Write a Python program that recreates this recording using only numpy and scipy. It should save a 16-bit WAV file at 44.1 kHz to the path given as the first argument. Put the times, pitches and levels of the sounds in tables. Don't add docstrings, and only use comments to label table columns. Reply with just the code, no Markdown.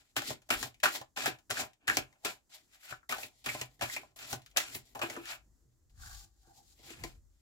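import sys
import numpy as np
from scipy import signal
from scipy.fft import rfft, irfft, next_fast_len
from scipy.io import wavfile

SR = 44100
rng = np.random.default_rng(int(sys.argv[2]) if len(sys.argv) > 2 else 0)


def wav_out(sig):
    wavfile.write(sys.argv[1], SR, np.round(np.clip(np.atleast_2d(sig).T, -1, 1) * 32767).astype(np.int16))


N = 326776

# t/s, rattle/dB, packet flex f/Hz, flex/dB re rattle, body/dB re rattle, left over right/dB
EDGE_KNOCKS = [(.1654, -32.5, 1950, -3.5, -9, 3.5), (0.1777, -41.5, 1750, 4.5, -2, 4),
               (0.2196, -42, 1620, -3, -6, 5), (.3044, -41, 1330, -3.5, 5, 0),
               (0.4188, -63, 1600, -6, -5.5, 2), (0.4909, -52, 1530, 1, -1, -6),
               (0.504, -37, 1690, -30, -29, 10), (.628, -35.5, 1785, -2, -4.5, 7),
               (.659, -57.5, 1308, -6, 9.5, 2.5), (.743, -61.5, 2520, -14, -13, 2),
               (0.801, -56.5, 2560, -25, -22.5, 2), (.8338, -42, 1670, -13, 2, 24.5),
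               (0.835, -45.5, 1640, 19.5, -15, 5), (0.8373, -30.5, 998, -6, -10, 5),
               (.8564, -32.5, 1410, 10.5, -7, -2), (.9503, -46.5, 2580, -12, 3, 1),
               (1.0135, -48.5, 1840, -4.5, 5.5, -1), (1.1697, -59.5, 1520, 11, -5, .6),
               (1.259, -31.5, 1630, 5.5, -2.5, 2), (1.387, -62, 1320, -8, -5.5, 5),
               (1.503, -38.5, 1280, 2, -2.5, 7), (1.509, -33.5, 1360, -3.5, -7.5, -2),
               (1.5702, -46, 1600, 9, -7.5, 4), (1.733, -66, 2520, -25, -18, 5),
               (1.8796, -33, 1804, 6.5, -20, 2), (1.8981, -47.5, 1680, 23.5, -7.5, 1),
               (1.97, -26, 2370, -10, -4, 0.5), (2.1266, -68.5, 2000, 0, -2.5, 5.5),
               (2.249, -38.5, 2200, -25, -8.5, 13), (2.498, -70, 1840, -7, -3.5, 0.5),
               (2.7349, -63, 1870, -0.5, -18.5, 3.5), (2.9239, -57, 1410, 15.5, 10, 10.5),
               (3.03, -78.5, 1390, 16.5, -8, 5), (3.0938, -42.5, 2020, 3, -3, 4),
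               (3.1241, -38.5, 1310, 6.5, -13, 3.5), (3.183, -45.5, 1250, -1, 6, 1),
               (3.2316, -44.5, 2590, 3.7, -7, -2), (3.4446, -55.5, 2450, -5, -4.5, 1),
               (3.461, -35.5, 1360, 0, -11.5, 0), (3.4894, -49.5, 2180, 20, 2, -0.5),
               (3.5491, -51, 2030, 7, 10, 0), (3.6137, -36.5, 2760, -7.5, -4, 2),
               (3.7948, -62, 1950, 3, -5, -.6), (3.8114, -42.5, 1300, 2, 5, 5),
               (3.8207, -42.5, 1570, 5, 1, 2), (3.898, -52, 1960, 11.5, -3, -1),
               (3.964, -40, 2350, 7, -3, 0), (4.033, -68, 2370, 6, 15.5, -0.5),
               (4.1615, -58.5, 1890, -1, -3, 2), (4.1894, -49.5, 1650, -8, -11, 0),
               (4.3288, -36.5, 1730, -1, 1.5, 1), (4.4187, -61, 2020, -27, -24, 1.5),
               (4.462, -54.5, 1480, -6, -26, 3), (4.5123, -63.5, 1470, -14, -27, 2),
               (4.5623, -53.5, 1700, 18.5, 9, 5), (4.5717, -24.5, 1960, -8.5, -19, -2),
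               (4.6014, -40.5, 1900, 3, -13.5, -10), (4.7494, -40, 2440, -28, -8.5, -1),
               (4.9496, -54, 1310, 2, 11, 2), (4.9927, -47, 1250, 4.5, -3.5, 5),
               (5.016, -51.5, 1250, 13.5, 10, 17), (5.0987, -40, 2100, -2.5, -5.5, 2.5),
               (5.1644, -50.5, 1220, 10.5, 6.5, 5), (5.2557, -48.5, 1620, -2, -22, 4),
               (5.8965, -77.5, 1160, -13, -14, 2.5), (6.904, -54, 2490, -26, -8.5, 15),
               (7.038, -41, 2330, -7.5, -1.5, 6)]
# t/s, hiss/dB, packet flex/dB re hiss, deck body/dB re hiss, table board/dB, drum/dB
PACKET_LANDINGS = [(.159, -54.5, 1.5, 6, -75, -68), (0.1657, -33.5, 2.5, -10.5, -39, -52.5),
                   (.49, -51, -12, -3, -62, -72), (0.505, -27, 3.5, -7.5, -37, -48),
                   (0.8325, -36.5, 6, 2, -54, -63), (.838, -30.5, 5, -2.5, -43.5, -59),
                   (0.859, -35, -0.5, -19.5, -43, -60), (1.163, -46, -0.5, -4, -62.5, -73.5),
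                   (1.173, -37, 2.5, -4.5, -43.5, -62), (1.498, -54, 9, 8.5, -50, -58),
                   (1.51, -38, -1, -10, -45, -55), (1.873, -47.5, 5, -4, -55.5, -65),
                   (1.878, -39, 7, -0.5, -40.5, -53), (1.898, -39.5, 4.5, -7, -41, -56.5),
                   (1.971, -52.5, 15.5, -12, -45, -51), (2.249, -32.5, 1.8, -7, -40, -53.5),
                   (2.495, -78, -6, -7, -96, -93.5), (3.093, -45.5, 3.5, -0.5, -51.5, -60),
                   (3.123, -41.5, 5, 1.8, -50, -64.5), (3.442, -58, -8, -16, -76, -63),
                   (3.463, -42.5, 8.5, -2.5, -44, -50.5), (3.793, -61, -10, -10, -62, -65),
                   (3.811, -40, 0, 1, -55, -55), (3.821, -34, 1.5, -5, -44, -45.5),
                   (4.161, -59, -10, -11, -74, -80.5), (4.564, -41, 7.5, 2, -58, -65.5),
                   (4.573, -27.5, -8, -17, -49.5, -59.5), (4.952, -55.5, 1.5, 11, -53.5, -59),
                   (5.016, -41.5, 11, 5, -58, -63), (5.897, -74.5, -17.5, -11, -90, -86.5),
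                   (6.79, -64, -15, -6, -65.5, -81), (7.036, -48, -14.5, -5, -58, -61)]
# flex/dB re hiss, body/dB re hiss, board/dB, drum/dB
HISS_STRETCHES = [(0, 0.012, -65, -3, -3, -10, -81, -81), (0.053, 0.055, -74.5, -3, -7, -13, -100, -93.5),
                  (0.271, 0.036, -39.5, -2, -9.5, -16, -48, -50), (.44, .03, -83, 6, -12, -6.5, -97, -88.5),
                  (0.571, 0.078, -44.5, 0, -6.5, -11.5, -52.5, -54.5),
                  (0.9, 0.061, -44.5, 6, -10, -12, -52, -71), (1.209, 0.069, -41, 1.5, 3, -5, -49.5, -50.5),
                  (1.606, 0.023, -31, -15, -1, -2, -54.5, -59),
                  (1.837, 0.038, -87.5, -0.5, 18.5, 17.5, -70, -79),
                  (1.944, 0.048, -43.5, -1.5, -4.5, -7.5, -49, -51.5),
                  (2.082, 0.081, -92.5, -5, 17.5, 21.5, -91.5, -91),
                  (2.231, 0.0088, -70, 10.5, -9, 3.5, -70, -63),
                  (2.284, 0.01, -42, -1.5, -7, -7, -60.5, -79.5),
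                  (2.539, 0.012, -53.5, 0.5, -7.5, -11, -87.5, -100),
                  (2.584, 0.073, -63.5, -15, -9, -26, -96.5, -100),
                  (2.742, 0.0056, -62, 2.5, -2, -14, -93, -90.5),
                  (2.806, 0.05, -66.5, 12.5, -4.5, -14, -82, -95),
                  (2.882, 0.028, -54.5, 8, 0, -11, -62, -63.5), (3.102, 0.013, -44, 4, -1, -4, -53, -68),
                  (3.161, 0.084, -50.5, 4.5, -11.5, -11.5, -60.5, -65),
                  (3.28, .07, -85, -6.5, -6, 9, -94, -84), (3.354, 0.072, -70.5, -1, -20, -13, -100, -88),
                  (3.448, 0.0072, -52, 3, -4, -9, -70, -65),
                  (3.491, 0.14, -45.5, -5.5, -2.5, -8, -64.5, -58),
                  (3.714, 0.11, -68.5, -15, -20, -4, -83, -80),
                  (3.884, 0.059, -49, 7.5, -6.5, -32, -62, -78),
                  (3.969, 0.11, -49, -24.5, -2, -11, -76.5, -78.5),
                  (4.08, 0.032, -75, -2.5, -6, 2, -82, -80.5), (4.218, 0.081, -46, -12, -2.5, -7, -69, -68),
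                  (4.312, 0.014, -42, 2, -8.5, -8, -55.5, -49), (4.358, 0.047, -72, -10, -9, 14, -79, -63),
                  (4.406, 0.1, -71, -3.5, -9.5, -15, -83, -86), (4.547, 0.0087, -78.5, 3, 1, 13, -71, -69),
                  (4.606, 0.095, -50, -6, 2, -8.5, -64.5, -65.5),
                  (4.74, 0.011, -42.5, -1, -10.5, -15, -56.5, -53),
                  (4.816, .11, -69.5, 0.5, -13.5, -10.5, -74, -78),
                  (4.971, 0.022, -66.5, 4.5, -7.5, 11.5, -58.5, -56.5),
                  (5.042, 0.17, -50.5, -10.5, 5.5, -1, -56.5, -66.5),
                  (5.239, 0.077, -57, 13, 2.5, -7, -63.5, -70), (5.382, .1, -97, -5, 1, 12, -86, -71.5),
                  (5.48, 0.415, -97.5, -2, 0, -5.5, -91.5, -87.5),
                  (5.613, 0.046, -97, -1.5, -8, -2, -76.5, -70.5),
                  (5.691, 0.043, -89.5, -0.5, -21, -25.5, -86, -77.5),
                  (6.022, 0.12, -52.5, -2, -8.5, -12, -89, -76),
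                  (6.153, 0.088, -52, -6.5, -19, -16.5, -82, -71),
                  (6.279, 0.086, -84, 4, -11.5, -11.5, -92.5, -81),
                  (6.397, .03, -73.5, 2, -23.5, -21, -96.5, -85),
                  (6.476, 0.034, -67, -6, -7.5, 4, -79, -74.5),
                  (6.567, 0.021, -60, -1.5, -26, -6.5, -73.5, -70),
                  (6.629, 0.1, -67.5, 2, -27, -23, -91, -84.5),
                  (6.779, 0.097, -68, 13, -17.5, -9.5, -60, -63), (6.882, .05, -56, 1, -0.5, -18, -64, -80),
                  (6.961, 0.065, -60.5, -1.5, 1, -2.5, -59.5, -51),
                  (7.075, 0.1, -55.5, -25, -5, -9.5, -79, -80.5),
                  (7.3, .1, -89.5, 5.5, -6, -17, -100, -80.5)]
# t/s, length/s, level before the high-pass/dB
CARD_FLICKS = [(.61, .03, -50), (.94, .03, -47), (3.235, 0.029, -55), (4.305, 0.031, -44),
               (4.575, 0.041, -46), (4.749, 0.015, -40)]
# t/s, board/dB, drum/dB re board (each before its impulse gain)
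TABLE_TAPS = [(0.309, -39.5, -8), (0.627, -43.5, -34), (1.01, -54, -2.5), (1.278, -32, -14.5),
              (1.972, -35.5, -40), (2.923, -53.5, -1.5), (3.548, -41.5, -14), (3.616, -44.5, -4.5),
              (3.827, -61.5, 14), (4.334, -40, -19), (4.755, -49.5, -19), (5.033, -33, -21),
              (5.108, -46, -11), (5.172, -35, -41), (6.473, -59.5, -11), (6.796, -58, -25),
              (6.905, -44.5, -35), (7.039, -38, -17)]
# t/s, level/dB
HUM_CURVE = [(0.0, -70), (0.1, -96), (0.18, -58), (0.47, -91), (0.56, -49), (0.6, -71.5), (1.36, -77),
             (1.44, -92.5), (1.53, -67.5), (1.77, -84.5), (2.02, -62), (2.08, -90), (2.89, -81),
             (2.93, -75), (3.36, -75), (3.65, -69.5), (3.78, -87), (3.88, -70), (3.92, -73), (5.84, -66.5),
             (6.03, -47), (6.15, -53), (6.31, -67.5), (6.95, -66.5), (7.04, -47), (7.41, -71.5)]

# f/Hz, width/Hz, relative level/dB
PACKET_FLEX_MODES = [(1424, 460, -0.5), (1672, 470, 2), (2370, 940, 3)]
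DECK_BODY_MODES = [(633.3, 83, -1.5), (722, 260, 5), (1006.6, 56, 2.5)]
LONE_CARD_FLEX_MODES = [(1180, 106, -1.5), (1535, 390, -1.5)]
LONE_CARD_BODY_MODES = [(773, 143, 0)]
BOARD_MODES = [(277, 100, 2.5), (321.3, 41, -1), (381, 96, 0)]
LOADED_BOARD_MODES = [(333, 42.5, 1), (273, 81, -5.5), (428, 110, -8)]
DRUM_MODES = [(85, 100, -1.5), (122, 31, 2.5), (192, 78, -12.5)]
HUM_MODES = [(32.04, 18, -8), (49.5, 19, 0), (64.94, 30, -16)]

# f/Hz, relative density/dB
CARD_ON_CARD_SPECTRUM = [(1060, -32), (1800, -14), (1870, 3), (2560, -4.5), (3360, 1.5), (4570, 1),
                         (6570, -3), (7210, 3), (8930, -8.5), (11900, -5.5), (15000, -8), (16200, -20),
                         (16700, -55)]
CARD_ON_TABLE_SPECTRUM = [(1180, -40), (2000, -13.5), (2560, -13.5), (4480, -3), (6010, -6), (7300, -1),
                          (8490, -11), (15200, -13), (16200, -23.5), (16700, -58.5)]
RATTLE_SPECTRUM = [(1060, -36.5), (1800, -4.5), (2610, -1), (3120, -3), (4650, -8.5), (6100, -7.5),
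                   (6940, -6), (9350, -15.5), (12800, -18.5), (15800, -17.5), (16700, -48.5)]
NOISE_FLOOR_SPECTRUM = [(15, -31), (25, -2), (92, -4.5), (182, -8.5), (297, -4.5), (459, -14), (729, -18.5),
                        (2000, -23), (2290, -35), (7370, -15.5), (8670, -25), (15400, -27), (16700, -44.5)]

LANDING_DECAYS = [333, 354, 334, 387, 290]
STRETCH_DECAYS = [417, 359.4, 308, 345, 250]
STRETCH_CLIMBS = [2.5, 2.5, 8, 7, 15.5]

DECK_DOWN_S, LONE_CARD_S = 4.99, (5.9, 6.76)
LANDING_RISE_DB_S, SWELL_RISE_DB_S = 9000, 330.5
ROOM_T60_S, ROOM_DB, WALL_CUT_HZ = 0.16, -13.5, 8000
RIGHT_LAG_SAMPLES, NOISE_FLOOR_DB = 8, -79.5


def edge_knocks():
    span = 8000
    snaps, rattles, flex, body = np.zeros((4, 2, N + span))
    t = np.arange(span) / SR
    for start, rattle_db, flex_hz, flex_db, body_db, pan_db in EDGE_KNOCKS:
        edges = rng.standard_normal(span) + 0.81 * rng.standard_normal((2, span))
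        edges = edges * from_db(rattle_db) * pan(pan_db)
        rattle = edges * from_db(-60 * t / 0.064)
        snap = edges * from_db(16.5 + 0.29 * rattle_db - 60 * t / 0.003)
        at = round(start * SR)
        snaps[:, at:at + span] += snap
        rattles[:, at:at + span] += rattle
        flex[:, at:at + span] += from_db(flex_db) * resonate(rattle + 0.47 * snap, [(flex_hz, 550, 0)])
        body[:, at:at + span] += from_db(body_db) * (rattle + 0.13 * snap)
    clicks = colour(snaps[:, :N], CARD_ON_CARD_SPECTRUM) + colour(rattles[:, :N], RATTLE_SPECTRUM)
    return clicks + flex[:, :N] + resonate(body[:, :N], DECK_BODY_MODES, widen=1.3)


def card_friction():
    hiss, flex, body, board, drum = np.hypot(landing_gains(), stretch_gains())
    t = np.arange(N) / SR
    lone = (t > LONE_CARD_S[0]) & (t < LONE_CARD_S[1])
    grip = from_db(1.1 * drift(55))
    hiss = spread_noise(alike=0.12) * grip * hiss * from_db(0.92 * drift(600))
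    flex = spread_noise(alike=0.67) * grip * flex * from_db(2.5 * drift(80))
    body = spread_noise(alike=0.63) * grip * body
    board = spread_noise(alike=0.8) * board
    deck_hiss = colour(shifting_overlap(hiss * ~lone, depth_db=2.5), CARD_ON_CARD_SPECTRUM)
    hiss = deck_hiss + colour(hiss * lone, CARD_ON_TABLE_SPECTRUM)
    lone_flex = from_db(3) * resonate(flex * lone, LONE_CARD_FLEX_MODES)
    lone_body = from_db(2.5) * resonate(body * lone, LONE_CARD_BODY_MODES)
    flex = resonate(flex * ~lone, PACKET_FLEX_MODES) + lone_flex
    body = resonate(body * ~lone, DECK_BODY_MODES) + lone_body
    table = table_top(board, spread_noise(alike=0.99) * drum)
    return hiss * pan(2.4) + flex * pan(1.2) + body + table


def landing_gains():
    start, hiss, flex, body, board, drum = np.transpose(PACKET_LANDINGS)
    levels = [hiss, hiss + flex, hiss + body, board, drum]
    return [swell(start, 0, db, db, LANDING_RISE_DB_S, fall) for db, fall in zip(levels, LANDING_DECAYS)]


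def stretch_gains():
    start, length, hiss, change, flex, body, board, drum = np.transpose(HISS_STRETCHES)
    landings = np.append(0, np.transpose(PACKET_LANDINGS)[0])
    last_landing = landings[np.searchsorted(landings, start, side="right") - 1]
    end_hiss = hiss + change
    end_levels = [end_hiss, end_hiss + flex, end_hiss + body, board, drum]
    return [swell(start, length, db - change - climb, db, SWELL_RISE_DB_S, fall, earliest=last_landing)
            for db, climb, fall in zip(end_levels, STRETCH_CLIMBS, STRETCH_DECAYS)]


def shifting_overlap(hiss, depth_db):
    bands, below = 0, 0
    for edge_hz in (2800, 4000, 5600, 8000, 11500):
        low = signal.sosfilt(signal.butter(2, edge_hz, fs=SR, output="sos"), hiss)
        bands = bands + (low - below) * from_db(depth_db * drift(6))
        below = low
    return bands + (hiss - below) * from_db(depth_db * drift(20))


def card_flicks():
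    start, length, db = np.transpose(CARD_FLICKS)
    hiss = spread_noise(alike=0.2) * swell(start, length, db, db, rise_db_s=1500, fall_db_s=699)
    return signal.sosfilt(signal.butter(4, 8800, "high", fs=SR, output="sos"), hiss) * pan(2.4)


def table_taps():
    start, board_db, drum_db = np.transpose(TABLE_TAPS)
    blows = np.zeros((2, N))
    blows[:, np.round(start * SR).astype(int)] = from_db([board_db + 23.5, board_db + drum_db + 28])
    board, drum = signal.lfilter([0.12], [1, -0.88], blows)
    return table_top(board, drum)


def table_top(board, drum):
    loaded = np.arange(N) / SR > DECK_DOWN_S
    ring = resonate(board * ~loaded, BOARD_MODES)
    hollow = resonate(board * loaded, LOADED_BOARD_MODES)
    return ring + hollow + resonate(drum, DRUM_MODES) * pan(-2.6)


def table_hum():
    start, *_, drum_db = np.transpose(PACKET_LANDINGS)
    push_db = drum_db - 13.5
    push = swell(start, 0, push_db, push_db, SWELL_RISE_DB_S, fall_db_s=148.5)
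    hands = from_db(np.interp(np.arange(N) / SR, *np.transpose(HUM_CURVE)))
    return resonate(spread_noise(alike=0.92) * np.hypot(push, hands), HUM_MODES) * pan(2.4)


def room(x):
    size = next_fast_len(N + SR)
    w = 2 * np.pi * np.arange(size // 2 + 1) / size
    pole = np.exp(-2 * np.pi * WALL_CUT_HZ / SR)
    wall = (1 - pole) / (1 - pole * np.exp(-1j * w))
    response = np.zeros((2, len(w)), complex)
    for k, lag in enumerate((rng.uniform(0.0077, 0.025, 16) * SR).astype(int)):
        loop = from_db(-60 * lag / SR / ROOM_T60_S) * wall * np.exp(-1j * w * lag)
        response[k % 2] += loop / (1 - loop) * (-1) ** (k // 2)
    return irfft(response * rfft(x, size), size)[:, :N]


def noise_floor():
    gain = from_db(NOISE_FLOOR_DB + 2.4 * drift(3))
    return gain * colour(spread_noise(alike=0.36), NOISE_FLOOR_SPECTRUM)


def from_db(db):
    return 10 ** (np.asarray(db) / 20)


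def pan(left_over_right_db):
    return from_db([[left_over_right_db / 2], [-left_over_right_db / 2]])


def drift(rate_hz):
    r = np.exp(-2 * np.pi * rate_hz / SR)
    wander = signal.lfilter([1], [1, -2 * r, r * r], rng.standard_normal(N + 4000))[4000:]
    return wander / np.sqrt(np.mean(wander ** 2))


def spread_noise(alike):
    return np.sqrt(alike) * rng.standard_normal(N) + np.sqrt(1 - alike) * rng.standard_normal((2, N))


def swell(start, length, start_db, end_db, rise_db_s, fall_db_s, earliest=0):
    t = np.arange(0, N + 32, 32)[:, None] / SR
    progress = np.clip((t - start) / np.maximum(length, 1e-4), 0, 1)
    level_db = (start_db + (end_db - start_db) * progress
                - rise_db_s * np.maximum(start - t, 0)
                - fall_db_s * np.maximum(t - start - length, 0)
                - LANDING_RISE_DB_S * np.maximum(earliest - t, 0))
    power = from_db(2 * np.maximum(level_db, -200)).sum(axis=1)
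    return np.interp(np.arange(N) / SR, t[:, 0], np.sqrt(power))


def colour(x, spectrum, size=2048):
    hz, level_db = np.transpose(spectrum)
    grid = np.maximum(np.arange(size // 2 + 1) * SR / size, 1)
    cepstrum = irfft(np.log(from_db(np.interp(np.log(grid), np.log(hz), level_db))))
    cepstrum[1:size // 2] *= 2
    cepstrum[size // 2 + 1:] = 0
    pulse = irfft(np.exp(rfft(cepstrum)))
    return signal.fftconvolve(x, pulse[None] / np.linalg.norm(pulse), axes=1)[:, :N]


def resonate(x, modes, widen=1):
    out, power = 0, 0
    for hz, width, level_db in modes:
        r = np.exp(-np.pi * width * widen / SR)
        section = [(1 - r * r) / 2, 0, (r * r - 1) / 2, 1, -2 * r * np.cos(2 * np.pi * hz / SR), r * r]
        out = out + from_db(level_db) * signal.sosfilt([section, section], x + 1e-18)
        power += from_db(2 * level_db) * (1 - r * r) / 4
    return out / np.sqrt(power)


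def scene():
    cards = card_friction() + table_hum() + edge_knocks() + table_taps() + card_flicks()
    reverb = from_db(ROOM_DB) * room(cards.mean(axis=0))
    cards[1] = np.concatenate([np.zeros(RIGHT_LAG_SAMPLES), cards[1, :-RIGHT_LAG_SAMPLES]])
    return cards + reverb + noise_floor()


def record(dry):
    return signal.sosfilt(signal.cheby2(14, 60, 16800, fs=SR, output="sos"), dry)


dry = scene()
out = record(dry)
wav_out(out)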